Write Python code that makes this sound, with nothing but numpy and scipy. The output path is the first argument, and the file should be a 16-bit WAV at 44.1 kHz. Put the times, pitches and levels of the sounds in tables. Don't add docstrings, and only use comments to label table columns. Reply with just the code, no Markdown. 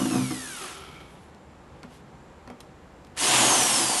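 import sys
import numpy as np
from scipy import signal
from scipy.fft import rfft, irfft, next_fast_len
from scipy.io import wavfile
from scipy.ndimage import map_coordinates

SR = 44100
rng = np.random.default_rng(int(sys.argv[2]) if len(sys.argv) > 2 else 0)


def to_wav(s):
    ch = np.atleast_2d(s).T
    pcm = np.round(np.clip(ch, -1, 1) * 32767)
    wavfile.write(sys.argv[1], SR, pcm.astype(np.int16))


N = 176400
TOP_HZ = 12000


def amp(db):
    return 10 ** (np.asarray(db) / 20)


def unit(x):
    return x / np.sqrt(np.mean(x ** 2) + 1e-20)


def clock():
    return np.arange(N) / SR


def gains(rows):
    s, *columns = np.transpose(rows)
    return [amp(np.interp(clock(), s, db, left=-120, right=-120)) for db in columns]


def wobble(knots_per_s):
    return map_coordinates(rng.standard_normal(N // 20), [clock() * knots_per_s], mode="mirror")


def filtered(x, response):
    size = next_fast_len(N + SR // 4)
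    hz = np.fft.rfftfreq(size, 1 / SR)
    return irfft(rfft(x, size) * response(hz), size)[:N]


def coloured(x, points):
    point_hz, point_db = np.transpose(points)

    def response(hz):
        db = np.interp(np.log(hz + 1), np.log(point_hz), point_db)
        return amp(db) * np.minimum(hz / point_hz[0], 1) ** 2

    return unit(filtered(x, response))


def noise(points):
    return coloured(rng.standard_normal(N), points)


def decay(s, t60_s):
    age_s = clock() - s
    return (age_s >= 0) * amp(-60 * np.maximum(age_s, 0) / t60_s)


def ring(modes, s, scatter_db):
    t = np.arange(SR) / SR
    tone = np.zeros(SR)
    for hz, db, t60_s in modes:
        level_db = db + scatter_db * rng.normal()
        tone += amp(level_db - 60 * t / t60_s) * np.sin(2 * np.pi * hz * t)
    attack = 1 - np.exp(-t / 0.0015)
    out = np.zeros(N + SR)
    out[max(round(s * SR), 0):][:SR] = tone * attack
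    return out[:N]


SPEED_JITTER = .0012


def shaft(speed_hz):
    return np.cumsum(speed_hz * (1 + SPEED_JITTER * wobble(60))) / SR


def scrape(turns, speed_hz, repeat_share):
    harmonics = int(1.3 * SR / 2 / speed_hz.max())
    phases = np.exp(2j * np.pi * rng.random(harmonics))
    track = unit(irfft(np.r_[0, phases], 2 ** 12))
    share = np.clip(repeat_share, 0, 1)
    repeated = np.interp(turns % 1 * len(track), np.arange(len(track)), track)
    return np.sqrt(share) * repeated + np.sqrt(1 - share) * rng.standard_normal(N)


# delay in seconds, gain as a signed factor.
MIRRORS = [(.0017, .16), (.0029, -.15), (.0052, .16), (.0127, .12)]


def mirrored(x):
    return filtered(x, lambda hz: 1 + sum(g * np.exp(-2j * np.pi * hz * s) for s, g in MIRRORS))


# frequency in Hz, gain in dB.
HOUSING_RESPONSE = [(400, 0), (1060, -9), (1200, 2), (1600, 2), (3000, -3), (4400, -4), (5300, 0),
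                    (5680, -3), (6300, 3), (7400, -4), (8100, 3), (8800, 1), (9700, -1), (11000, -2),
                    (11800, -14)]
WHINE_FLUTTER_DB = 1.4


def whine(turns, speed_hz, orders, play):
    out = np.zeros(N)
    for multiple, level_db in orders:
        hz = multiple * speed_hz
        housing_db = np.interp(hz, *np.transpose(HOUSING_RESPONSE))
        db = level_db + housing_db + WHINE_FLUTTER_DB * wobble(70)
        swing = 1 + play * np.cos(2 * np.pi * (turns + rng.random()))
        out += amp(db) * swing * (hz < TOP_HZ) * np.sin(2 * np.pi * multiple * turns)
    return mirrored(out)


def brushes(turns, speed_hz, colour, repeat_share, pulsing):
    pulse = 1 + pulsing * np.cos(2 * np.pi * turns)
    return coloured(scrape(turns, speed_hz, repeat_share) * pulse, colour)


def gears(turns, speed_hz, colour, repeat_share, rattle_db, sharpness, count=4):
    teeth = turns * count
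    strength = amp(rattle_db * rng.standard_normal(N // 20))[teeth.astype(int)]
    strikes = unit(strength * np.exp(-sharpness * (teeth % 1)))
    return coloured(scrape(turns, speed_hz, repeat_share) * strikes, colour)


# centre in Hz, width in Hz, relative level in dB, loudest moment in seconds.
GEARBOX_RINGS = [(385, 35, -17, .85), (1330, 170, -8, .86), (2290, 420, -6.5, 1.0), (3150, 400, -10, .93)]
GEARBOX_SWELL_S = 0.11


def gearbox(teeth):
    out = np.zeros(N)
    for hz, width_hz, db, s in GEARBOX_RINGS:
        def resonance(f):
            damping = 1j * f * width_hz
            return (damping / (hz * hz - f * f + damping)) ** 2

        tone = unit(filtered(teeth, resonance))
        swell = np.exp(-.5 * ((clock() - s) / GEARBOX_SWELL_S) ** 2)
        out += tone * amp(db + 2.2 * wobble(30.2)) * swell
    return out


# multiple of shaft speed, slow level in dB and fast level in dB, both relative to the hiss gain.
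WHINE_ORDERS = [(1, -25, -24), (24, -5, -4.5), (30, -17, -16), (36, -10, -12), (42, -14, -24),
                (48, -6.5, -4.5), (54, -15, -24), (60, -9.5, -28), (72, -14, -30), (84, -11.5, -30),
                (96, -9, -30)]
# time in seconds, gear rattle in dB, brush hiss and whine in dB, both before trims.
COAST_LEVEL = [(0, -39.5, -37), (.25, -42.5, -40), (.52, -47, -41.5), (.645, -40.5, -43), (.73, -44.5, -47),
               (.87, -48, -59.5), (1.02, -53.5, -71), (1.1, -57.5, -63), (1.3, -69, -68)]
# frequency in Hz, level in dB.
BRUSH_SLOW = [(1500, -21), (3500, -4.5), (4700, -5.5), (6000, -1.5), (7300, -2.5), (9500, -1), (11000, 4),
              (11700, -5), (12200, -20)]
GEARS_SLOW = [(200, -2), (385, 4), (480, -4), (800, -1.5), (1130, 0.5), (1330, 5), (1550, -3), (1900, -4),
              (2330, -4), (2750, -1.5), (3300, -1), (4500, -8.5), (8000, -18)]
COAST_HZ, FRICTION_HZ_PER_S = 124.8, 116.2
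OVERTONE_FIRST, OVERTONE_LAST, OVERTONE_STEP, OVERTONE_DB = 108, 216, 12, -12.5
PLAY_SLOW = .8
COAST_BRUSH_DB = -3.3


def run_down():
    speed_hz = np.maximum(COAST_HZ - FRICTION_HZ_PER_S * clock(), 10)
    turns = shaft(speed_hz)
    rattle, hiss = gains(COAST_LEVEL)
    singing = np.clip((speed_hz - 15) / 30, 0, 1)
    orders = [(multiple, slow_db) for multiple, slow_db, _ in WHINE_ORDERS]
    orders += [(k, OVERTONE_DB) for k in range(OVERTONE_FIRST, OVERTONE_LAST + 1, OVERTONE_STEP)]
    teeth = gears(turns, speed_hz, GEARS_SLOW, repeat_share=0.048, rattle_db=1.0, sharpness=0.44)
    brush = amp(COAST_BRUSH_DB) * brushes(turns, speed_hz, BRUSH_SLOW, repeat_share=0.17, pulsing=0.28)
    lines = singing * whine(turns, speed_hz, orders, PLAY_SLOW)
    return hiss * (brush + lines) + rattle * (amp(0.5) * teeth + gearbox(teeth))


# time in seconds, shaft speed in Hz.
BLIP_SPEED = [(3.165, 15), (3.2, 140), (3.24, 214), (3.27, 258), (3.3, 290), (3.335, 308), (3.36, 303),
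              (3.5, 271.4), (3.7, 233), (3.88, 200.2), (4.0, 181)]
# time in seconds, fan rush in dB, gear rattle in dB, brush hiss and whine in dB, before trims.
BLIP_LEVEL = [(3.15, -61, -64, -66), (3.156, -57, -65, -83), (3.166, -53, -47, -46), (3.18, -41, -36, -35),
              (3.208, -34.5, -34, -28), (3.242, -31, -27.5, -25.5), (3.352, -25.5, -23, -22.5),
              (3.526, -24, -27, -23), (3.77, -30, -30, -25), (3.94, -29.5, -33.5, -28.5),
              (4.0, -35, -33, -27)]
# frequency in Hz, level in dB.
BRUSH_FAST = [(1500, -25), (3500, -7), (4500, -3.5), (6000, 1.5), (7300, 2), (9000, 3), (11000, 0),
              (11700, -9), (12200, -42)]
GEARS_FAST = [(500, -8), (1200, -2.5), (1600, -1.5), (2300, -1.5), (3050, 2.5), (3800, -3), (5000, -5),
              (9000, -26)]
FAN_COLOUR = [(40, -35), (90, -39), (125, 0.5), (165, -7.5), (280, 2.5), (420, -2), (560, -3.5), (720, 4),
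              (1050, 2), (1300, -6.5), (2500, -23)]
RELEASE_S, MAINS_HZ, TORQUE_RIPPLE_TURNS = 3.335, 50, .003
PLAY_FAST = .3
WHINE_DB, POWERED_WHINE_DB, BRUSH_DB = .6, -.5, -1.5
FAN_FLUTTER_DB = .9


def blip():
    speed_hz = np.interp(clock(), *np.transpose(BLIP_SPEED))
    powered = np.clip((RELEASE_S - clock()) / .03 + 1, 0, 1)
    ripple = TORQUE_RIPPLE_TURNS * powered * np.sin(2 * np.pi * 2 * MAINS_HZ * clock())
    turns = shaft(speed_hz) + ripple
    rush, rattle, hiss = gains(BLIP_LEVEL)
    fan = coloured(scrape(turns, speed_hz, repeat_share=0.035), FAN_COLOUR)
    fan = fan * amp(FAN_FLUTTER_DB * wobble(90))
    brush = amp(BRUSH_DB) * brushes(turns, speed_hz, BRUSH_FAST, repeat_share=0.18, pulsing=0.16)
    orders = [(multiple, fast_db) for multiple, _, fast_db in WHINE_ORDERS]
    lines = amp(WHINE_DB + POWERED_WHINE_DB * powered) * whine(turns, speed_hz, orders, PLAY_FAST)
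    teeth = gears(turns, speed_hz, GEARS_FAST, repeat_share=0.14, rattle_db=1.5, sharpness=1.14)
    return hiss * (brush + lines) + amp(0.66) * rattle * teeth + amp(0.16) * rush * fan


# frequency in Hz, relative level in dB, t60 in seconds.
CHAIR_MODES = [(131.2, -2, 0.39), (200.5, 1.5, 0.28), (257.2, -3, 0.61), (310, 0.5, 0.23),
               (476, -9.5, 0.18), (727, -8, 0.18), (830, -14, 0.1), (1070, -13, 0.12), (1260, -23, .12)]
SLIP_FOCUS_DB_PER_OCTAVE, SLIP_FLOOR_DB = 18.5, -8


def slip(s, db, low_db, favoured_hz):
    modes = []
    for hz, level_db, t60_s in CHAIR_MODES[1:]:
        octaves = abs(np.log2(hz / favoured_hz))
        focus_db = max(SLIP_FLOOR_DB, 3 - SLIP_FOCUS_DB_PER_OCTAVE * octaves)
        modes.append((hz, level_db + focus_db, t60_s))
    lowest = amp(low_db) * ring(CHAIR_MODES[:1], s, scatter_db=0.5)
    return amp(db) * (lowest + ring(modes, s, scatter_db=2.5))


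# start in seconds, relative level in dB,
# extra level of the lowest mode in dB, favoured pitch in Hz.
SLIPS = [(0.001, -22, -5.5, 261), (.017, -26, -6, 196), (.055, -21, -19, 320), (.109, -21.5, -12, 288),
         (.131, -26.5, -12, 220), (.141, -24, -10, 285), (.153, -22.5, 2, 265), (.177, -25.5, -3, 241),
         (.196, -29, 6, 228), (.213, -27, 6, 225), (.306, -22, -22, 300)]
CHAIR_LOW_HZ = 118
GROAN_S, GROAN_LENGTH_S, GROAN_HZ, GROAN_SAG_HZ_PER_S = .585, 0.089, 413, 700
GROAN_DB, GROAN_OVERTONE_DB = -42, -9.5


def chair():
    judder = sum(slip(*row) for row in SLIPS)
    high_pass = signal.butter(4, CHAIR_LOW_HZ, "high", fs=SR, output="sos")
    judder = signal.sosfilt(high_pass, judder)
    grit = noise([(220, 4.0), (500, -8.5), (1200, -6), (2500, -24.0), (6000, -24.5)])
    grit = grit * sum(amp(db - 8.5) * decay(s, 0.12) for s, db, *_ in SLIPS)
    age_s = np.clip(clock() - GROAN_S, 0, GROAN_LENGTH_S)
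    groan_hz = (GROAN_HZ - GROAN_SAG_HZ_PER_S * age_s) * (1 + 0.018 * wobble(150.7))
    phase = 2 * np.pi * np.cumsum(groan_hz) / SR
    harmonics = sum(amp(GROAN_OVERTONE_DB * k) * np.sin((k + 1) * phase) for k in range(3))
    groan = np.sin(np.pi * age_s / GROAN_LENGTH_S) * harmonics
    return amp(-2.0) * judder + grit + amp(GROAN_DB) * groan


# start in seconds, level in dB, ring relative to that in dB.
CLICKS = [(1.3475, -50, -14), (1.8315, -38, -21), (2.4755, -43, -16), (2.5015, -43, -16),
          (2.6045, -36.5, 3), (2.611, -45, -10), (3.0483, -47, -24), (3.0697, -48, -17)]
# start in seconds, level in dB.
KNOCKS = [(1.838, -40), (2.475, -41), (2.5, -40.5)]
# frequency in Hz, relative level in dB, t60 in seconds.
STEEL_MODES = [(1850, -11.5, .02), (3980, 1, .02), (8950, -18, .07), (11270, -20, .06)]
FRAME_MODES = [(179, -0.5, .15), (247, -1.5, 0.28), (403, -7, 0.092)]
# frequency in Hz, level in dB.
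CLICK_COLOUR = [(300, 11), (2200, 7), (5000, 3.5), (11000, -7.5)]
KNOCK_COLOUR = [(60, -5), (150, 2), (250, 1), (450, -6), (1000, -6), (2500, -18.5), (6000, -39)]
CLOTH_COLOUR = [(500, -8), (3000, 2), (6000, -5), (11000, -8.5)]
KNOCK_T60_S = .1
RUSTLE_S, RUSTLE_WIDTH_S, RUSTLE_DB = 1.945, 0.053, -56.5
CLINK_S, CLINK_HZ, CLINK_DB, CLINK_T60_S = 2.512, 3208, -47, .06


def handling():
    crack = noise(CLICK_COLOUR)
    clicks = np.zeros(N)
    for s, db, ring_db in CLICKS:
        steel = amp(ring_db) * ring(STEEL_MODES, s, scatter_db=2.0)
        clicks += amp(db) * (crack * decay(s, 0.017) + steel)
    clink = ring([(CLINK_HZ, CLINK_DB, CLINK_T60_S)], CLINK_S, scatter_db=4)
    thud = noise(KNOCK_COLOUR)
    knocks = np.zeros(N)
    for s, db in KNOCKS:
        knocks += amp(db) * (thud * decay(s, KNOCK_T60_S) + ring(FRAME_MODES, s, scatter_db=0.5))
    sweep = np.exp(-((clock() - RUSTLE_S) / RUSTLE_WIDTH_S) ** 2)
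    rustle = amp(RUSTLE_DB) * noise(CLOTH_COLOUR) * sweep
    return clicks + clink + knocks + rustle


PORCH_T60_S, PORCH_DB = 0.21, -11.5


def porch(x):
    t = np.arange(SR // 3) / SR
    tail = rng.standard_normal(len(t)) * amp(-60 * t / PORCH_T60_S) * (t > .004)
    return signal.fftconvolve(x, tail / np.linalg.norm(tail))[:N]


# frequency in Hz, level in dB.
AMBIENCE_COLOUR = [(15, -35), (25, -15.5), (74, 2.5), (98, -6.5), (141, -0.5), (269, -6), (306, -4.5),
                   (451, -8), (488, -6), (700, -12), (756, -8), (4990, -32.5), (7160, -35.5), (12000, -43)]
AMBIENCE_DB = -49
INSECT_HZ, INSECT_WIDTH_HZ, INSECT_DB = 7330, 480, -79


def garden():
    def band(hz):
        return np.exp(-((hz - INSECT_HZ) / INSECT_WIDTH_HZ) ** 2)

    insects = unit(filtered(rng.standard_normal(N), band))
    rumble = amp(AMBIENCE_DB + 0.43 * wobble(6.95)) * noise(AMBIENCE_COLOUR)
    return rumble + amp(INSECT_DB + 1.9 * wobble(5.65)) * insects


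def scene():
    near = run_down() + blip() + chair() + handling()
    return (near + amp(PORCH_DB) * porch(near) + garden())[None]


def record(dry):
    return filtered(dry[0], lambda hz: hz < TOP_HZ)[None]


dry = scene()
out = record(dry)
to_wav(out)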